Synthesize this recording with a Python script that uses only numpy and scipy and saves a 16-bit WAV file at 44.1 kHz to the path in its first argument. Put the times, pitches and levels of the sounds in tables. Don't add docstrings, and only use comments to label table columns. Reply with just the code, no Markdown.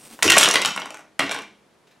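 import sys
import numpy as np
from scipy import signal
from scipy.fft import rfft, irfft
from scipy.io import wavfile
from scipy.ndimage import uniform_filter1d

SR = 44100
rng = np.random.default_rng(int(sys.argv[2]) if len(sys.argv) > 2 else 0)


def persist_wave(psi):
    counts = np.round(np.clip(psi, -1, 1) * 32767).astype(np.int16)
    wavfile.write(sys.argv[1], SR, np.atleast_2d(counts).T)


N = 88200
BINS_HZ = np.fft.rfftfreq(2 * N, 1 / SR)

# start in seconds, gain in dB, clack pitch in Hz, relative knock and tick in dB.
CONTACTS = [(.190,-37,1520,1,-10),(.2245,-12.5,1980,-6,-6.5),(.229,-10,2580,-3.5,5.5),(.242,-24,3070,7.5,7),(.278,-14,2530,-5.5,-7.5),
            (.2995,-8.5,2296,-34,-3.5),(.304,-5.5,2100,-10,-0.5),(.319,-8.5,2835,-6.5,-3),(.341,-16.5,2900,-13,-12.5),
            (.366,-16,1820,3.5,-0.5),(.3695,-9.5,1600,-3,-21),(.373,-9.5,1933,-2.5,-12.5),(.3805,-10,2447,-10,7),(.3845,-11,3326,-10.5,10.5),
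            (.398,-12.5,3340,-5,-6),(.410,-13,2795,-8.5,0),(.430,-8.5,2266,-7,-6.5),(.435,-20.5,2500,0,9.5),(.4455,-15,2920,-6.5,-5.5),(.457,-13,2820,-16,-6),
            (.4755,-17.5,1530,4,-15.5),(.487,-17.5,1824,-9.5,4.5),(.511,-17.5,3350,-10,3),(.539,-17,1720,-4,0),(.543,-16,2800,-2,-8.5),
            (.5562,-8,2483,-5.5,-9.5),(.599,-30.5,2860,6.5,-30),(.617,-26.5,3750,0,6),(.622,-18,2090,-16,-20),(.6485,-15.5,2890,-2,-7),(.6575,-20.5,2660,-1.5,5),
            (.665,-26,3090,-1,-14.5),(.684,-31,2100,5,-20),(.762,-28,1550,2.5,-1.5),(.776,-23,2180,-1,-19),(.799,-42.5,1710,-7,7.5),
            (.818,-30.5,3000,2,-16),(.857,-35,1510,5,-1.5),(.905,-33.5,1970,0,-3),(.9435,-37.5,1770,3,-1),(.971,-44.5,1944,-1.5,0),(.992,-45.5,1490,4,-3.5),(1.007,-54.5,1500,11,2),
            (1.1922,-22,2110,-2.5,-0.5),(1.1943,-13,2010,-6,-10.5),(1.2035,-23,2790,2,-21),(1.209,-27,1407,-5,-10.5),(1.2155,-23,2184,-2,-19),(1.241,-31,2140,-22,-13),(1.2645,-34,3200,-12,-12),
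            (1.2935,-26,2750,-0.5,-13),(1.305,-34.5,2730,-13,-13),(1.3115,-22,2360,-0.5,-7.5),(1.317,-26,2250,3,-0.5),(1.325,-27.5,2580,-21,-9),(1.3445,-31,1590,-7,-2.5),(1.348,-27,1520,0,-10),(1.362,-32,2375,4,-12),
            (1.388,-31.5,2230,-1,-6.5),(1.420,-45,2310,-15,-0.5),(1.437,-46.5,2180,-8.5,-9.5)]
# start in seconds, gain in dB.
TABLE_BUMPS = [(.250,-18.5),(.256,-21.5),(.269,-27),(.284,-27),(1.1945,-23)]
# ratio to clack pitch, relative level in dB.
BENDING_MODES = [(0.621,-6.5),(1,3),(1.362,-12.5),(1.851,-13)]
# frequency in Hz, relative level in dB, T60 in seconds.
WOOD_MODES = [(204.4,-46,0.72),(316,-44.5,0.27),(445,-50.5,0.28),(1030,-37.5,0.1),(1420,-32,0.042),(1920,-39.5,0.034),(2193,-36,.18),
              (2360,-35.5,.13),(2776,-38,0.14),(3030,-34.5,0.26),(3290,-40,0.48),(5616,-33,0.19),(8600,-32.5,0.05),(9000,-38.5,0.18)]
# start in seconds, gain in dB, pitch in Hz, T60 in seconds.
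REBOUND_RINGS = [(.250,-15.5,444,0.045),(.255,-16.5,315,.1),(.2865,-8.5,2763,0.063),(.2995,-7.5,2230,0.036),(.300,-11.5,1876,0.14),(.3175,-11,2887,.035),(.337,-13.5,1886,.17),(.356,-16,1122,.15),(.368,-12,629.6,0.072),
                 (.5565,-8.5,2050,0.035),(.649,-23,3044,0.15)]
# frequency in Hz, gain in dB.
CLATTER_EQ = [(40,0),(100,-7),(400,0.5),(800,-1.5),(1600,-1),(2500,1),(3800,3),(4700,0),(5700,1),(6700,-0.5),(8500,-1.5),(10500,-3),(13000,-2),(16000,-3.5)]
# time in seconds, level in dB.
SCRAPE_ENVELOPE = [(0,-54),(.03,-50.5),(.07,-45.5),(.09,-51),(0.136,-43.5),(.165,-52),(0.221,-50.5)]
# frequency in Hz, relative gain in dB.
SCRAPE_EQ = [(60,-19),(220,-1),(500,-9),(1500,-14.5),(4500,-15.5),(12000,-19.5),(15000,-24)]
# centre in Hz, width in Hz, gain in dB.
TRAY_RESONANCES = [(2880,580,-5.5),(5640,200,3),(8550,710,15)]
# start in seconds, gain in dB.
FINGER_RUBS = [(1.869,-58),(1.909,-57.5)]
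# frequency in Hz, T60 in seconds.
ROOM_T60_S = [(100,0.61),(400,0.39),(1000,0.31),(2800,0.39),(7000,.33),(14000,.22)]
# frequency in Hz, gain in dB.
REVERB_EQ = [(100,-0.5),(500,-0.5),(2500,-3.5),(6000,-3.5),(9000,-9.5),(15000,-0.5)]
# frequency in Hz, relative level in dB.
ROOM_TONE_EQ = [(15, -73.5), (25, -30), (170, -10.5), (400, -9.5), (887, -14), (1610, -18.5),
                (10700, -33.5), (16000, -51)]
# frequency in Hz, side relative to mid in dB.
SIDE_EQ = [(60,-25),(1200,-55),(2400,-27.5),(3600,-23),(5600,-18.5),(10000,-28)]

CONTACT_RISE_S, CONTACT_ENERGY_S = 0.00031, 0.0029


def contacts(spot_count=4, gain_db=-1, bend_db=-6.5, crunch_db=-2, thud_db=-11, crunch_ratio=1.562):
    spots = np.zeros((spot_count, N))
    for k, (start_s, db, hz, knock_db, tick_db) in enumerate(CONTACTS):
        knock = impact(559, 1515, t60_s=0.022, order=3)
        thud = amp(thud_db) * impact(138, 465, t60_s=0.068)
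        bend = amp(bend_db) * bending(hz)
        crunch = amp(crunch_db) * impact(hz / crunch_ratio, hz * crunch_ratio, t60_s=0.017)
        tick = amp(tick_db) * impact(5340, 10010, t60_s=0.015)
        contact = bend + crunch + amp(knock_db) * (knock + thud) + tick
        add(spots[k % spot_count], start_s, amp(db + gain_db) * contact)
    for k, (start_s, db) in enumerate(TABLE_BUMPS):
        add(spots[k % spot_count], start_s, amp(db) * impact(97.5, 420, t60_s=0.12, order=3))
    return spots


def impact(low_hz, high_hz, t60_s, order=2):
    t = np.arange(SR // 10) / SR
    noise = rng.standard_normal(len(t)) * rise(t, CONTACT_RISE_S) * decay(t, t60_s)
    band = signal.butter(order, [low_hz, high_hz], "band", fs=SR, output="sos")
    return to_contact_energy(signal.sosfilt(band, noise))


def bending(hz, t60_s=0.026):
    t = np.arange(SR // 10) / SR
    modes = sum(amp(db) * np.sin(2 * np.pi * (hz * ratio * t + rng.random()))
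                for ratio, db in BENDING_MODES)
    return to_contact_energy(modes * rise(t, CONTACT_RISE_S) * decay(t, t60_s))


def wood_ring(strikes, ring_db=-15.5, detune=0.0046):
    t = np.arange(SR // 2) / SR
    ring = np.zeros(len(t))
    for hz, db, t60_s in WOOD_MODES:
        detuned_hz = hz * (1 + detune * rng.standard_normal())
        ring += amp(db + ring_db) * decay(t, t60_s) * np.cos(2 * np.pi * detuned_hz * t)
    return strikes + signal.fftconvolve(strikes, ring)[:N]


def rebounds(rise_s=0.00027, reverb_db=-3.5):
    t = np.arange(SR // 2) / SR
    rings = np.zeros(N)
    for start_s, db, hz, t60_s in REBOUND_RINGS:
        tone = np.sin(2 * np.pi * (hz * t + rng.random()))
        add(rings, start_s, amp(db) * tone * rise(t, rise_s) * decay(t, t60_s))
    return rings + amp(reverb_db) * (room(rings) - rings)


def scrape(grain_db=2, ring_fade_s=0.082):
    t = np.arange(N) / SR
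    noise = rng.standard_normal(N)
    roughness = unit_rms(uniform_filter1d(rng.standard_normal(N), size=60))
    friction = noise * amp(grain_db * roughness)
    tray = sum(amp(db) * signal.lfilter(*signal.iirpeak(hz, hz / width_hz, fs=SR), friction)
               for hz, width_hz, db in TRAY_RESONANCES)
    sliding = friction + np.exp(-t / ring_fade_s) * tray
    times_s, levels_db = np.transpose(SCRAPE_ENVELOPE)
    return unit_rms(equalise(sliding, SCRAPE_EQ)) * np.interp(t, times_s, amp(levels_db), right=0)


def fingers(peak_s=0.00612, band_hz=(650, 3000)):
    t = np.arange(SR // 10) / SR
    swell = t / peak_s * np.exp(1 - t / peak_s)
    band = signal.butter(1, band_hz, "band", fs=SR, output="sos")
    rubs = np.zeros(N)
    for start_s, db in FINGER_RUBS:
        friction = unit_rms(signal.sosfilt(band, rng.standard_normal(len(t))))
        add(rubs, start_s, amp(db) * swell * friction)
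    return rubs


def room(direct, reflections_per_s=3000, delay_s=0.0046, build_s=0.0015):
    t = np.arange(SR * 3 // 4) / SR
    taps = rng.choice([-1., 1.], len(t)) * (rng.random(len(t)) < reflections_per_s / SR)
    taps *= np.clip((t - delay_s) / build_s, 0, 1)
    hz, frames_s, spectra = signal.stft(taps, SR, nperseg=256)
    tail = signal.istft(spectra * decay(frames_s, lookup(ROOM_T60_S, hz)[:, None]), SR)[1]
    reflections = signal.fftconvolve(direct, tail / np.linalg.norm(tail))[:N]
    return direct + equalise(reflections, REVERB_EQ)


def room_tone(level_db=-60.5):
    return amp(level_db) * unit_rms(equalise(rng.standard_normal(N), ROOM_TONE_EQ))


def amp(db):
    return 10 ** (np.asarray(db) / 20)


def rise(t, rise_s):
    return 1 - np.exp(-t / rise_s)


def decay(t, t60_s):
    return np.exp(-np.log(1000) * t / t60_s)


def unit_rms(x):
    return x / np.sqrt(np.mean(x ** 2) + 1e-20)


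def to_contact_energy(x):
    return x * np.sqrt(CONTACT_ENERGY_S * SR / np.sum(x ** 2))


def add(mix, start_s, sound):
    part = mix[round(start_s * SR):][:len(sound)]
    part += sound[:len(part)]


def lookup(table, hz):
    table_hz, values = np.transpose(table)
    return np.interp(np.log(hz + 1), np.log(table_hz + 1), values)


def equalise(x, curve, causal=True):
    log_gain = np.log(amp(lookup(curve, BINS_HZ)))
    if causal:
        mirrored = np.r_[log_gain, log_gain[-2:0:-1]]
        log_gain = np.conj(signal.hilbert(mirrored))[:len(BINS_HZ)]
    return irfft(rfft(x, 2 * N) * np.exp(log_gain))[:N]


def scene(tone_side_db=-7.5):
    clatter = sum(room(wood_ring(spot)) for spot in contacts()) + rebounds()
    puzzle = equalise(clatter + room(fingers()), CLATTER_EQ) + scrape()
    quadrature = signal.hilbert(puzzle).imag
    side = equalise(quadrature, SIDE_EQ, causal=False) + amp(tone_side_db) * room_tone()
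    mid = puzzle + room_tone()
    return np.array([mid + side, mid - side])


def record(dry, ceiling_db=0.5, release_db_per_s=195.5, cutoff_hz=16000):
    release_db = np.arange(N) * release_db_per_s / SR
    over_db = np.maximum(20 * np.log10(abs(dry).max(0) + 1e-9) - ceiling_db, 0)
    reduction_db = np.maximum.accumulate(over_db + release_db) - release_db
    limited = dry / amp(uniform_filter1d(reduction_db, size=40))
    lowpass = signal.firwin(255, cutoff_hz, window=("kaiser", 8), fs=SR)
    return signal.oaconvolve(np.clip(limited, -1, 1), lowpass[None], "same")


dry = scene()
out = record(dry)
persist_wave(out)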